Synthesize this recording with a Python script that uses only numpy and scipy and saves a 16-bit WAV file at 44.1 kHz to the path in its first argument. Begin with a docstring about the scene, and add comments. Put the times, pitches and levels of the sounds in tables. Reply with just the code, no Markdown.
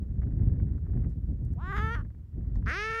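"""Open air, close to a seal pup lying on snowy ice. Wind buffets the microphone from the start with a low
rumble and a faint rustle, and after a second the snow crunches as the pup rolls. At 1.6 s it cries: its
vocal folds snap slowly in a low creak, then speed up to a nasal wail that cracks midway and drops to a
lower register at its end. The wind eases and gusts again, the snow crunches once more, and at 2.7 s
a second cry climbs from creak to wail."""
import sys
import numpy as np
from scipy import signal
from scipy.fft import rfft, irfft
from scipy.io import wavfile
from scipy.ndimage import uniform_filter1d

SR = 44100
rng = np.random.default_rng(int(sys.argv[2]) if len(sys.argv) > 2 else 0)


def dump(signal):
    """Clip the signal to [-1, 1] and save it as 16-bit WAV at the path in sys.argv[1]."""
    limited = np.clip(np.atleast_2d(signal).T, -1, 1)
    pcm = np.round(limited * 32767).astype(np.int16)
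    wavfile.write(sys.argv[1], SR, pcm)


N = 132300
T = np.arange(N) / SR

# The vocal folds through each cry. Each row: time in seconds, pitch in Hz.
PITCH_1 = [(1.56, 215), (1.585, 235), (1.62, 337), (1.67, 372), (1.72, 411), (1.727, 376), (1.76, 418),
           (1.771, 398), (1.777, 432), (1.795, 407), (1.812, 428), (1.85, 444), (1.89, 443), (1.952, 476),
           (1.959, 325), (1.99, 286), (2.035, 320)]
PITCH_2 = [(2.661, 185), (2.67, 211), (2.705, 252), (2.716, 302), (2.773, 394), (2.8, 410), (2.85, 439),
           (2.89, 447), (2.925, 445), (3.0, 459)]
# The delivery of each cry. Each row: time in seconds, level in dB, mouth opening as a scale
# on the lower resonances, treble gain in dB.
EFFORT_1 = [(1.566, -59.5, 0.31, -22), (1.59, -52.5, 0.59, -10), (1.63, -46.5, 0.74, 2.5),
            (1.701, -39, 0.89, 1.5), (1.745, -35, 0.86, -6.5), (1.77, -37.5, 0.92, 13.5),
            (1.8, -36, 0.86, 8.5), (1.85, -34.5, 0.91, 3.5), (1.91, -35.5, 0.92, 5), (1.947, -37, 0.99, 17),
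            (1.962, -42.5, 0.92, 10), (1.995, -47.5, 0.81, 12), (2.033, -70, 0.88, 15)]
EFFORT_2 = [(2.661, -48, 0.77, 12), (2.67, -35, 0.9, -4), (2.701, -32, 1.05, -1), (2.751, -34, 0.92, 5),
            (2.81, -33, 1.04, 3), (2.88, -33.5, 1.025, -2), (2.93, -34, 1.005, -6.5), (3.0, -33, 0.97, -9)]
# Throat and mouth resonances. Each row: frequency in Hz, relative level in dB.
THROAT_1 = [(150, -16), (420, -4.5), (620, -5.5), (880, -8.5), (1300, 4.5), (1750, 2.5), (2200, -3.5),
            (2600, -20.5), (3700, -22), (4300, -42), (5000, -34), (5700, -49), (6500, -37), (8200, -58),
            (15000, -62)]
THROAT_2 = [(150, -15.5), (430, -3.5), (650, -9.5), (950, -16.5), (1320, 1.5), (1800, 0.5), (2600, -8),
            (3050, -16.5), (4300, -23), (5200, -20.5), (6500, -30.5), (7300, -70), (8700, -50),
            (15000, -74)]
# Air rushing through the folds. Each row: frequency in Hz, relative level in dB.
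BREATH_1 = [(1500, -9), (2500, 2), (5500, -15), (6600, -8), (8500, -29), (10000, -13), (11500, -12),
            (13000, -19), (14200, -13), (15800, -26)]
BREATH_2 = [(950, -16), (2500, 0), (4200, -14.5), (6600, -11), (7400, -29), (8500, -20), (11000, -27),
            (12600, -34), (14600, -32)]
# Where the voice cracks or frays. Each row: centre in seconds, half length in seconds, roughness 0-1.
VOICE_CRACKS = [(1.726, .005, .2), (1.776, .024, .6), (1.956, .007, .9), (2.008, .018, 1), (2.69, .03, .16),
                (2.95, .035, .13)]
# Wind on the microphone. Each row: time in seconds, rumble level in dB.
GUSTS = [(0, -32.5), (.17, -30), (.3, -30), (.44, -25), (.6, -26), (.82, -31), (1.04, -24.5), (1.2, -35),
         (1.3, -27.5), (1.38, -38), (1.46, -30.5), (1.66, -35), (1.84, -28), (2.0, -30), (2.1, -41),
         (2.3, -45.5), (2.37, -31.5), (2.69, -26), (2.77, -42), (3.0, -44.5)]
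# The tone of the wind's rumble and rustle. Each row: frequency in Hz, relative level in dB.
RUMBLE_SPECTRUM = [(22, -24), (54, 2.5), (80, -2), (115, -5.5), (175, -14.5), (250, -21), (420, -35),
                   (800, -54), (2600, -115)]
RUSTLE_SPECTRUM = [(400, 10.5), (1200, 3.5), (1900, 4), (2500, -14), (4500, -28.5), (9000, -40)]
# Brief rustles right at the microphone. Each row: start in seconds, peak level in dB.
RUSTLE_BURSTS = [(0.217, -55.5), (.23, -56.5), (0.271, -60), (0.317, -64), (.495, -62), (0.598, -58.5),
                 (.778, -64), (0.864, -67), (0.933, -60), (0.972, -59), (1.042, -62), (2.048, -57),
                 (2.102, -65.5), (2.145, -65), (2.556, -56), (2.625, -58.5)]
# Snow under the pup. Each row: start in seconds, level in dB, decay in seconds, band centre in Hz.
CRUNCHES = [(1.091, -78, 0.032, 5940), (1.447, -71.5, 0.0096, 7000), (1.534, -66, 0.0018, 6950),
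            (2.554, -67, 0.0089, 4230)]
# Steady background hiss. Each row: frequency in Hz, relative level in dB.
HISS_SPECTRUM, HISS_DB = [(1000, 3.5), (2000, -3), (4000, -9), (15000, -15)], -82

WAVER_SHARE, WAVER_HZ, TREBLE_HZ = .007, 65, 2860
JITTER_CYCLES, SHIMMER_DB, ROUGH_BREATH_DB = .05, 3, 10.5  # at a roughness of 1
PUFF_CYCLES, BREATH_FADE = 0.39, .35  # the fade is extra dB lost per dB below full effort
CREAK_BELOW_HZ, CREAK_RINGS_HZ, CREAK_WIDTH_HZ, CREAK_DB = 410, [1540, 2010], 270, 13


def seal_cry(pitch, effort, throat, breath, breath_db, drift_per_s, size=2048):
    """The pup, close up: each snap of its vocal folds rings the throat and lets a puff of air through."""
    inside = (T >= pitch[0][0]) & (T <= pitch[-1][0])
    waver = 1 + WAVER_SHARE * wander(WAVER_HZ)[inside]
    cycles = np.cumsum(columns_at(pitch, T[inside])[0] * waver) / SR
    snap_times = np.interp(np.arange(int(cycles[-1]) + 1), cycles, T[inside])
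    middle_s, full_db = T[inside].mean(), max(row[1] for row in effort)
    hz, voice = np.fft.rfftfreq(size, 1 / SR), np.zeros(N)
    upper = 1 - 1 / (1 + (hz / TREBLE_HZ) ** 4)  # 0 in the bass, 1 in the treble
    for t in snap_times:
        level_db, mouth, treble_db = columns_at(effort, t)
        pitch_hz, rough = columns_at(pitch, t)[0], fold_roughness(t)
        jitter, shimmer = rng.standard_normal(2)
        onset = (t + rough * JITTER_CYCLES * jitter / pitch_hz) * SR
        # Lower resonances follow the mouth; upper ones glide through the cry.
        shifted_hz = hz / (mouth * (1 - upper) + upper * np.exp(drift_per_s * (t - middle_s)))
        # Slow folds stay shut longer, so the mouth rings harder.
        rings = sum(1 / (1 + ((shifted_hz - ring) / CREAK_WIDTH_HZ) ** 2) for ring in CREAK_RINGS_HZ)
        creak_db = CREAK_DB * max(1 - pitch_hz / CREAK_BELOW_HZ, 0) * rings
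        tract = cavity(spectrum_db(throat, shifted_hz) + treble_db * upper + creak_db)
        snap = irfft(tract * np.exp(-2j * np.pi * hz / SR * (onset % 1)))  # lands between samples
        air = rng.standard_normal(size) * np.exp(-T[:size] * pitch_hz / PUFF_CYCLES)
        puff = irfft(cavity(spectrum_db(breath, shifted_hz) + creak_db) * rfft(air))
        puff_db = breath_db + ROUGH_BREATH_DB * rough + BREATH_FADE * (level_db - full_db)
        pulse = unit_rms(snap) * amp(rough * SHIMMER_DB * shimmer) + unit_rms(puff) * amp(puff_db)
        add(voice, int(onset), pulse * amp(level_db) * np.sqrt(SR / pitch_hz / size))
    return voice


def fold_roughness(t):
    """The folds are nearly regular except where the voice cracks."""
    return 0.043 + sum(rough * np.exp(-((t - centre) / half) ** 2) for centre, half, rough in VOICE_CRACKS)


def cavity(db):
    """Frequency response of a cavity with this spectrum, ringing only after it is excited."""
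    log_gain = np.log(amp(db))
    return np.exp(np.conj(signal.hilbert(np.r_[log_gain, log_gain[-2:0:-1]])))[:len(db)]


def wind_rumble(swell_db=2.5, swell_hz=24):
    """Wind buffets the microphone: a lumpy low rumble that follows the gusts."""
    eddies = coloured_noise(RUMBLE_SPECTRUM)
    eddies /= np.sqrt(uniform_filter1d(eddies ** 2, size=3000))  # evened out, so the gusts set the level
    return eddies * amp(columns_at(GUSTS, T)[0] + swell_db * wander(swell_hz))


def wind_rustle(clump_db=6, clump_hz=100, below_gust_db=43, rise_s=0.0022):
    """A soft dull flutter at the microphone: clumps that come with the gusts, and brief louder bursts."""
    clumps = unit_rms(amp(clump_db * 2 * np.tanh(wander(clump_hz) / 2)))
    envelope = clumps * amp(columns_at(GUSTS, T)[0] - below_gust_db)
    for start, db in RUSTLE_BURSTS:
        add(envelope, round(start * SR), amp(db) * T / rise_s * np.exp(1 - T / rise_s))
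    return coloured_noise(RUSTLE_SPECTRUM) * envelope


def snow_crunches(width_octaves=0.67, rise_s=0.0006):
    """The snow crust gives under the pup in short bright crunches."""
    snow, hz = np.zeros(N), np.fft.rfftfreq(N, 1 / SR)
    for start, db, decay_s, centre_hz in CRUNCHES:
        band = np.exp(-.5 * (np.log2((hz + 1) / centre_hz) / width_octaves) ** 2)
        envelope = np.minimum(T / rise_s, 1) * np.exp(-T / decay_s)
        add(snow, round(start * SR), shaped_noise(band) * amp(db) * envelope)
    return snow


def hiss_and_whine(whine_hz=14606, whine_db=-94):
    """Behind everything, a faint steady hiss and a thin high whine."""
    whine = amp(whine_db) * unit_rms(np.sin(2 * np.pi * whine_hz * T))
    return amp(HISS_DB) * coloured_noise(HISS_SPECTRUM) + whine


def shaped_noise(gains):
    """Noise of unit rms, weighted by a gain at each frequency."""
    return unit_rms(irfft(rfft(rng.standard_normal(N)) * gains, N))


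def coloured_noise(spectrum):
    """Noise of unit rms with this spectrum, rolled off below its first row."""
    hz = np.fft.rfftfreq(N, 1 / SR)
    return shaped_noise(amp(spectrum_db(spectrum, hz)) * np.minimum(hz / spectrum[0][0], 1) ** 2)


def wander(rate_hz):
    """Smooth random motion of unit rms."""
    return shaped_noise(np.exp(-(np.fft.rfftfreq(N, 1 / SR) / rate_hz) ** 2))


def amp(db):
    """Decibels to gain."""
    return 10 ** (np.asarray(db) / 20)


def unit_rms(x):
    """Scales to unit rms."""
    return x / np.sqrt(np.mean(x ** 2) + 1e-20)


def columns_at(table, t):
    """Every value column of a time table at the times t."""
    times, *columns = np.transpose(table)
    return [np.interp(t, times, column) for column in columns]


def spectrum_db(spectrum, hz):
    """Levels at hz, interpolated on a log-frequency axis."""
    row_hz, db = np.transpose(spectrum)
    return np.interp(np.log(hz + 1), np.log(row_hz + 1), db)


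def add(mix, start, sound):
    """Mixes a sound in from a sample index on."""
    part = mix[start:][:len(sound)]
    part += sound[:len(part)]


def scene():
    """One microphone on the open ice: two close cries over wind, snow and a faint background."""
    seal = seal_cry(PITCH_1, EFFORT_1, THROAT_1, BREATH_1, breath_db=-32, drift_per_s=-0.74)
    seal += seal_cry(PITCH_2, EFFORT_2, THROAT_2, BREATH_2, breath_db=-21, drift_per_s=0.076)
    background = hiss_and_whine()
    return (seal + wind_rumble() + wind_rustle() + snow_crunches() + background)[None]


def record(dry):
    """The recorder cuts off the treble above 15.8 kHz."""
    lowpass = signal.firwin(511, 15800, window=("kaiser", 9), fs=SR)
    return signal.oaconvolve(dry, lowpass[None], "same")


dry = scene()
out = record(dry)
dump(out)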